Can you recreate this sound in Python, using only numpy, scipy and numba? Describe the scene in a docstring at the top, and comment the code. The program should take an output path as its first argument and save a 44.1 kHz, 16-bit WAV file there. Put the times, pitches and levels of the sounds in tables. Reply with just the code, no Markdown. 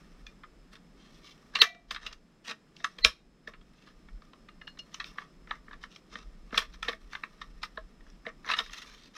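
"""A small workshop hums, with low rumble and a faint whine, while hands rub a tool housing close by.
A plastic part is worked into it: impacts excite the housing's modes as clicks and snaps, and stick-slip
friction excites them as scrapes. A loose pin pings, and a thin tone swells into each of the two biggest
snaps; a spring rings after the first, a low thump comes with the second. An automatic gain control
lowers the whole sound after loud snaps."""
import sys
import numpy as np
from scipy import signal
from scipy.fft import rfft, irfft, next_fast_len
from scipy.io import wavfile
from scipy.ndimage import uniform_filter1d
from numba import njit

SR = 44100
rng = np.random.default_rng(int(sys.argv[2]) if len(sys.argv) > 2 else 0)


def transcribe(signal):
    """Save signal, clipped to [-1, 1], as a 16-bit WAV file at the path in sys.argv[1]."""
    frames = np.atleast_2d(signal).T
    limited = np.clip(frames, -1, 1)
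    pcm = np.round(limited * 32767).astype(np.int16)
    wavfile.write(sys.argv[1], SR, pcm)


N = 404389
T = np.arange(N) / SR

# Room hum and hiss: (frequency [Hz], relative spectral density [dB])
ROOM_SPECTRUM = [(12, -31.5), (20, -1.5), (48, -10), (93, -14.5), (172, 1.5), (247, -2.5), (915, -20),
                 (1210, -18), (4250, -29), (5160, -28.5), (5700, -33), (7800, -33), (8500, -38),
                 (15800, -51)]
# Course about which the rumble surges: (time [s], level [dB])
RUMBLE_LEVELS = [(0.0, -54.5), (1.81, -68), (1.94, -49.5), (2.6, -80.5), (2.93, -68.5), (3.06, -42),
                 (3.17, -67.5), (4.16, -49.5), (4.21, -61.5), (5.95, -53.5), (6.03, -70), (6.23, -50),
                 (7.05, -47.5), (7.15, -66), (7.59, -49), (7.69, -55), (9.04, -59.5), (9.17, -75)]
# Harmonics of the whine: (frequency [Hz], mean level [dB])
WHINE_PARTIALS = [(5190, -82), (10380, -104.5)]
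# Hands shifting their grip: (time [s], level [dB])
GRIP_LEVELS = [(0.0, -66.5), (0.76, -86.5), (1.17, -65.5), (2.2, -80.5), (2.5, -89), (2.99, -63.5),
               (3.24, -90), (3.7, -69.5), (4.6, -76), (5.08, -61.5), (5.4, -76.5), (6.45, -73), (6.72, -66),
               (7.2, -64.5), (8.3, -77), (8.5, -64), (8.84, -56.5), (9.17, -75)]
# Normal modes of the housing: (frequency [Hz], relative level [dB], T60 [s])
HOUSING_MODES = [(224, 8, 0.036), (459, 3, 0.053), (636.3, -1.5, 0.072), (1096.3, -7, 0.04),
                 (1184.6, -2.5, 0.034), (1263.4, 2.5, 0.023), (1584, 1, 0.0077), (1788, 13.5, 0.0089),
                 (2095, -0.5, 0.019), (2326.4, -7, 0.016), (2661, -2, 0.0097), (2884, 3, 0.0072),
                 (3233, 0.5, 0.011), (3609, 0, 0.011), (3895, -1, 0.0089), (5130, -13.5, .006),
                 (5238, 3.5, 0.011), (5620, 16, 0.0031), (6100, -13, 0.015), (6400, -12.5, 0.0013),
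                 (8100, 0.5, 0.0021), (8420, 2.5, 0.0027), (10486, 0, 0.0033), (12250, -2.5, 0.0026),
                 (13000, -1.5, 0.0018), (14600, -2.5, .0015)]
# Plastic striking plastic; shell, crack and thud are bands of the housing's modes:
# (time [s], level [dB], shell gain [dB], crack gain [dB], thud gain [dB], chatter decay [ms])
IMPACTS = [(0.2661, -37, -11, -10.5, -34, 2.8), (0.435, -41, 6, -24, -28.5, 8.1),
           (0.7314, -45.5, -4, -6, -9, 1.5), (0.754, -41.5, -10.5, -13.5, -26, 1.6),
           (1.5529, -14.5, -13, -23, -38, 8.1), (1.588, -24, -7, -24, -22, 1.64),
           (1.6174, 1.5, -12.5, -26, -31, 2.63), (1.7478, -41.5, -7, -16, -4.5, 2.4),
           (1.9092, -18, -9, -20, -23.5, 3.5), (1.946, -25, -9.5, -19, -32, 4.8),
           (1.9615, -21.5, 1, -30, -37, 6), (2.0643, -23.5, -15, -12, -29, 6.1),
           (2.1276, -33.5, -13, -8, -29, 3.6), (2.496, -33, -7.5, -12.5, -26, 2.66),
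           (2.516, -24, -0.5, -33.5, -12.5, 2), (2.7656, -39.5, -30, -10, -33, 2.1),
           (2.803, -41, 4, -15, -4.5, 2.7), (2.8436, -14.5, -2, -14, -28, 4.7),
           (2.9855, -29.5, -14, -26, -25.5, 2.5), (3.0477, 1, -17, -16.5, -25.5, 1.18),
           (3.475, -26.5, -1, -18, -11.5, 2), (3.5362, -38, 0.5, -35, -13, 7.1),
           (3.6118, -48.5, -3, -18.5, -9.5, 4), (4.086, -44.5, 9.5, -40, -23.5, 4.5),
           (4.22, -46, -4, -26, -14, 1.2), (4.3333, -42.5, 1.5, -20.5, -20, 1.5),
           (4.4865, -40.5, -2, -27.5, -22, 2.7), (4.615, -39, 5.5, -21.5, -23, 2.7),
           (4.6766, -33.5, -2, -17.5, -33.5, 0.72), (4.773, -46, 3, -19, -16, 4.4),
           (4.7891, -40, -19, -5.5, -16, 6.4), (4.9435, -30, -16, -15.5, -35, 2.3),
           (5.0002, -23.5, -4.5, -20.5, -30, 14), (5.0426, -30.5, -9.5, -22.5, -25, 2.1),
           (5.1836, -22.5, 1, -33.5, -38.5, 2.8), (5.4736, -43.5, 7.5, -17.5, -12.5, 2.2),
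           (5.5095, -22, 9.5, -44.5, -33, 3), (5.682, -40, 16.5, -33.5, 5, 1.9),
           (5.7116, -37, 8, -33.5, -25, 1.2), (5.7305, -38, 0, -35.5, -30, 3.4),
           (5.8372, -32.5, 3, -15.5, -21.5, 3.3), (5.9608, -39, -16, -10.5, -30.5, 1.8),
           (6.1262, -43, 7, -12.5, 0, 2), (6.1554, -27.5, 0.5, -37, -5.5, 1.37),
           (6.5068, -46.5, 0.5, -34, -26.5, 6.7), (6.5273, -30, 7, -36, 1.5, 3),
           (6.544, -23, 9, -23.5, -23, 2), (6.577, -8.5, -8, -14, -27, 2.5),
           (6.7402, -43.5, -4, -24.5, -19, 2.5), (6.8279, -20.5, 0, -11, -42, 2.6),
           (6.847, -34, -8, -15, -13, 4), (6.8828, -17, -5, -24, -12, 7.8),
           (6.9321, -29.5, 3.5, -37, 1.5, 2.4), (7.132, -29, -1, -24.5, -35, 1.4),
           (7.1513, -23, -1, -34.5, -54, 2.5), (7.236, -22, 2.5, -33.5, -15.5, 1.7),
           (7.415, -29, -3.5, -15.5, -29, 6.5), (7.6315, -25, -4.5, -15.5, -35.5, 5.5),
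           (7.7743, -28, 7, -50.5, -3.5, 3), (8.0068, -51, 4.5, -29, -8.5, 2.8),
           (8.0658, -50.5, 7.5, -21, -6.5, 2.7), (8.1005, -48, -16, -4.5, -15, 2.4),
           (8.2656, -25, 2, -42, -6, 1.14), (8.4458, -36, 8, -25, -17.5, 1.9),
           (8.4764, -32.5, -2, -30, -30.5, 3.1), (8.4893, -23.5, -1, -29, -31, 6.2),
           (8.5005, -16, 6, -38.5, -28, 3.1), (8.513, -18, -10, -23.5, -36, 7.1),
           (8.536, -15, -5, -26, -30, 6.6), (8.588, -14.5, -6.5, -18, -37, 5),
           (8.6014, -25.5, -14, -29, -16, 2.2), (8.6617, -33, -4, -10, -32, 3.9),
           (8.6951, -37, -5, -24, -20, 2.1)]
# Modes of the loose pin: (frequency [Hz], relative level [dB], T60 [s])
PIN_MODES = [(2850, 13, 0.095), (3830, -23, 0.059), (4255, -1.5, 0.18), (5250, -2.5, 0.11)]
# Touches on the pin: (time [s], level [dB], frequency factor [ratio])
PIN_STRIKES = [(0.267, -45.5, 0.85), (4.49, -59, 0.98), (4.613, -50.5, 1), (4.671, -39, 1),
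               (4.791, -38.5, 1.0)]
# Slides over the housing: (start [s], duration [s], level [dB], shell gain [dB])
SLIDES = [(0.707, 0.077, -47, -7.5), (0.956, 0.19, -54, -11), (1.104, 0.11, -53, -27),
          (1.2, 0.18, -43.5, -20), (1.518, 0.19, -30.5, -3), (1.872, 0.13, -36, -8.5),
          (1.983, 0.14, -33.5, -1.5), (2.104, 0.036, -42.5, -2), (2.436, 0.069, -37.5, -8),
          (2.472, 0.067, -25, -3.5), (2.725, 0.28, -46.5, -14.5), (3.441, 0.1, -41, -2),
          (3.723, 0.19, -51.5, -8.5), (3.848, 0.085, -45.5, -5), (4.902, 0.098, -48.5, -8.5),
          (5.038, 0.087, -43.5, -14.5), (5.138, 0.14, -41, 0), (5.466, 0.13, -42.5, 1),
          (5.661, 0.13, -43.5, 0), (5.805, 0.065, -44, -6), (5.876, .13, -47, -9), (6.08, 0.18, -41.5, -4),
          (6.513, 0.16, -29.5, -2.5), (6.713, 0.058, -46.5, -9.5), (6.823, .14, -27.5, -1),
          (7.096, 0.097, -36, -7.5), (7.357, 0.14, -47.5, -3), (7.611, 0.059, -38.5, -8),
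          (8.037, 0.15, -55, -5.5), (8.242, 0.073, -36.5, 5.5), (8.436, 0.075, -35.5, 4),
          (8.48, 0.065, -27, -1), (8.554, 0.076, -22.5, -0.5), (8.606, 0.1, -40, -20),
          (8.691, 0.17, -29.5, -10.5), (8.83, 0.18, -41.5, -13), (8.956, 0.18, -44.5, -13),
          (9.127, 0.11, -31.5, -8)]
# Tones growing into the snaps:
# (end [s], frequency [Hz], level [dB], relative level of the low partial [dB], growth time [ms])
SWELLING_TONES = [(1.6174, 4213, -8.5, -13.5, 7.3), (3.048, 4200, -16, -10, 7.0)]
# Modes of the spring: (frequency [Hz], relative level [dB], T60 [s])
SPRING_MODES = [(655, -20, .4), (689, -15, .5), (724, -18, .45), (1965, -1, .27), (2347, -6, .32),
                (3542, -19, .2), (6385, -27, .26)]
# Blow to the spring: (time [s], level [dB])
SPRING_STRIKES = [(1.62, -27)]
# Hiss in the difference of the two channels: (frequency [Hz], relative spectral density [dB])
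SIDE_SPECTRUM = [(12, -47), (20, -19), (586, -3.5), (732, -12), (3300, -9.5), (5620, -3.5),
                 (10100, -13.5), (12300, -7.5), (15800, -1)]


def undb(db):
    """Amplitude ratio of a level in decibels."""
    return 10 ** (np.asarray(db) / 20)


def unit(x):
    """Normalisation to an rms of 1."""
    return x / np.sqrt(np.mean(x ** 2))


def decay(t, t60):
    """Exponential damping: 60 dB lost in t60 seconds."""
    return np.exp(-np.log(1000) * t / t60)


def coloured(spectrum):
    """Spectral shaping of white noise, at an rms of 1."""
    size = next_fast_len(N)
    hz, db = np.transpose(spectrum)
    bin_hz = np.arange(size // 2 + 1) * SR / size
    gain = undb(np.interp(np.log(bin_hz + 1), np.log(hz), db))
    return unit(irfft(rfft(rng.standard_normal(size)) * gain, size)[:N])


def wander(rate_hz):
    """Random modulation: smoothed Gaussian steps with a spread near 1."""
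    hold = int(SR / rate_hz)
    steps = np.repeat(rng.standard_normal(N // hold + 1), hold)
    return uniform_filter1d(uniform_filter1d(steps, hold), hold // 2)[:N]


def ring(hz, db, t60, size, rise_cycles):
    """Modal synthesis: a sum of damped sines, each rising over some cycles as under a soft contact."""
    t, hz = np.arange(size) / SR, hz[:, None]
    onset = (1 - np.exp(-t * hz / rise_cycles)) ** 2
    return undb(db) @ (onset * decay(t, t60[:, None]) * np.sin(2 * np.pi * hz * t))


def add(out, start, sound, peak_db):
    """Superposition: mixes a sound in at a start time and peak level."""
    i = int(start * SR)
    out[i:i + len(sound)] += (sound * undb(peak_db) / np.abs(sound).max())[:N - i]


def room_hum():
    """Stationary noise, densest at low frequencies, is heard as hum and hiss."""
    return undb(-61) * coloured(ROOM_SPECTRUM)


def rumble(surge_db=4, surges_per_s=9):
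    """Amplitude modulation of low band-limited noise gives irregular surges."""
    band = signal.butter(4, [18, 47], "band", fs=SR, output="sos")
    noise = signal.sosfilt(band, rng.standard_normal(N))
    surges = undb(surge_db * wander(surges_per_s))
    return undb(np.interp(T, *np.transpose(RUMBLE_LEVELS))) * unit(surges * noise)


def whine():
    """Random frequency and amplitude modulation make a thin tone and its octave waver."""
    phase_per_hz = 2 * np.pi * np.cumsum(1 + .0015 * wander(120)) / SR
    return sum(undb(db + 3 * wander(60)) * np.sqrt(2) * np.sin(hz * phase_per_hz)
               for hz, db in WHINE_PARTIALS)


def housing(force, shell_db, crack_db, air_db, thud_db):
    """Forced response: force convolved with the modes, whose strengths depend on the point of contact."""
    hz, db, t60 = np.transpose(HOUSING_MODES)
    detune, scatter = rng.standard_normal((2, len(hz)))
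    band_db = np.select([hz < 900, hz < 2200, hz < 4900, hz < 8200],
                        [thud_db, shell_db, 0, crack_db], air_db)
    response = ring(hz * (1 + .031 * detune), db + band_db + 1.8 * scatter, t60, 2048, rise_cycles=1.2)
    return signal.fftconvolve(force, response)


def friction():
    """Stick-slip friction: dense, uneven slips make a noise force of fluctuating strength."""
    return rng.standard_normal(N) * undb(4 * wander(500) + 3 * wander(70))


def rubbing():
    """Friction of the gripping hands drives the housing faintly and continuously."""
    vibration = housing(friction(), shell_db=0, crack_db=-8.5, air_db=-5.5, thud_db=-13.5)[:N]
    return undb(np.interp(T, *np.transpose(GRIP_LEVELS))) * unit(vibration)


def clicks(max_chatter_ms=9, rattle_db=-21.5):
    """Impact excitation: a chattering contact strikes the housing, then loose parts rattle all over it."""
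    out, t = np.zeros(N), np.arange(-192, 4928) / SR
    for time, db, shell_db, crack_db, thud_db, chatter_ms in IMPACTS:
        air_db = crack_db - 10 + .2 * db  # harder contacts are brighter
        chatter = np.where(t < 0, .35 * np.exp(t / .002),
                           np.exp(-t * 1000 / min(chatter_ms, max_chatter_ms)))
        force = chatter * rng.standard_normal(len(t)) + 4.4 * (t == 0)
        strike = housing(force, shell_db, crack_db, air_db, thud_db)
        loose_force = (t > 0) * np.exp(-t / .018) * rng.standard_normal(len(t))
        # scattered contacts give a more even colour
        rattle = housing(loose_force, .33 * shell_db, .41 * crack_db, .26 * air_db, thud_db)
        add(out, time + t[0], strike + undb(rattle_db) * rattle, db)
    return out


def pin_pings():
    """Free vibration: a loose pin rings in inharmonic modes when touched."""
    out = np.zeros(N)
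    hz, mode_db, t60 = np.transpose(PIN_MODES)
    for time, db, pitch in PIN_STRIKES:
        scatter_db = 1.5 * rng.standard_normal(len(hz))
        add(out, time, ring(hz * pitch, mode_db + scatter_db, t60, size=6144, rise_cycles=2), db)
    return out


def scrapes(rise_share=.42, turned_over_s=8.4):
    """Sliding friction of skin and plastic drives the housing in short strokes that swell and fade."""
    out, slips = np.zeros(N), friction()
    for start, duration, db, shell_db in SLIDES:
        loudest, end = start + rise_share * duration, start + duration
        span = np.arange(int(start * SR), int(end * SR))
        arch = np.sin(np.interp(span / SR, [start, loudest, end], [0, np.pi / 2, np.pi])) ** 1.5
        thud_db = -12 + 1.47 * shell_db  # slides that excite the shell excite the low modes too
        if start > turned_over_s:
            thud_db -= 8.5  # the housing is no longer pressed into the hand
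        force = arch * slips[span % N]
        add(out, start, housing(force, shell_db, crack_db=-11, air_db=-17.5, thud_db=thud_db), db)
    return out


def swelling_tones():
    """Exponential growth: two close wavering partials and one near half their pitch rise into a snap."""
    out, t = np.zeros(N), np.arange(-2048, 128) / SR
    for end, hz, db, low_db, growth_ms in SWELLING_TONES:
        tone = np.zeros(len(t))
        for ratio, partial_db in ((.975, 0), (1.04, -5), (.47, low_db)):
            cycles = ratio * hz * t + rng.random() + .15 * wander(160)[:len(t)]
            tone += undb(partial_db) * np.sin(2 * np.pi * cycles)
        envelope = np.where(t < 0, np.exp(t * 1000 / growth_ms), np.exp(-t / .00075))
        add(out, end + t[0], tone * envelope, db)
    return out


def spring_ring():
    """Light damping lets the spring's modes sing on after the biggest snap."""
    out = np.zeros(N)
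    for time, db in SPRING_STRIKES:
        add(out, time, ring(*np.transpose(SPRING_MODES), size=16384, rise_cycles=17), db)
    return out


def thump(time_s=3.049, hz=52, t60_s=.16):
    """A damped oscillation of one low mode sounds as a thump with the second big snap."""
    out = np.zeros(N)
    add(out, time_s, ring(np.array([hz]), [0], np.array([t60_s]), size=8192, rise_cycles=.2), -33)
    return out


def reverberation(direct, bench_t60_s=.085, walls_t60_s=.26):
    """Diffuse reflection: a short tail from the bench and a slower, weaker one from the walls."""
    t = np.arange(SR // 3) / SR
    envelope = decay(t, bench_t60_s) + undb(-14.5) * decay(t, walls_t60_s)
    tail = rng.standard_normal(len(t)) * envelope * np.minimum(t / .011, 1)
    return signal.fftconvolve(direct, tail / np.sqrt(np.sum(tail ** 2)))[:N]


def microphone_pair(mid):
    """Mid-side stereo: two close ports differ mainly in the top treble, where the right hears more."""
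    treble = signal.sosfiltfilt(signal.butter(4, 10500, "high", fs=SR, output="sos"), mid)
    side = 1.1 * np.gradient(treble) - .37 * treble
    side += undb(-87) * coloured(SIDE_SPECTRUM) + undb(-54.5) * np.roll(mid, shift=40)
    return np.array([mid + side, mid - side])


def scene():
    """Superposition of the handling sounds, their reflections, the metal parts and the background."""
    near = clicks() + swelling_tones() + rubbing() + scrapes()
    metal = (pin_pings() + spring_ring()) * undb(3 * wander(110))  # loose seats damp the rings unevenly
    background = room_hum() + rumble() + whine()
    return microphone_pair(near + undb(-14) * reverberation(near) + metal + thump() + background)


@njit
def follow(x, attack_s, release_s):
    """Envelope detection: a one-pole smoother with separate rise and fall time constants."""
    envelope, level = np.empty(len(x)), 0.
    for i in range(len(x)):
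        level += (x[i] - level) / (SR * (attack_s if x[i] > level else release_s))
        envelope[i] = level
    return envelope


def record(dry, cutoff_hz=15800):
    """Automatic gain control ducks after loud sounds, longest after hard peaks; then clip and low-pass."""
    rectified = np.abs(dry[0])
    loudness = follow(rectified, attack_s=.054, release_s=.25)
    peaks = follow(rectified, attack_s=.0058, release_s=.6)
    held_peaks = follow(peaks, attack_s=.15, release_s=.15)
    gain = (1 + loudness / undb(-33)) ** -.25 * (1 + held_peaks / undb(-22.5)) ** -.3
    clipped = np.clip(dry * gain * undb(1.5), -.9, .9)
    return signal.sosfilt(signal.ellip(10, .2, 80, cutoff_hz, fs=SR, output="sos"), clipped)


dry = scene()
out = record(dry)
transcribe(out)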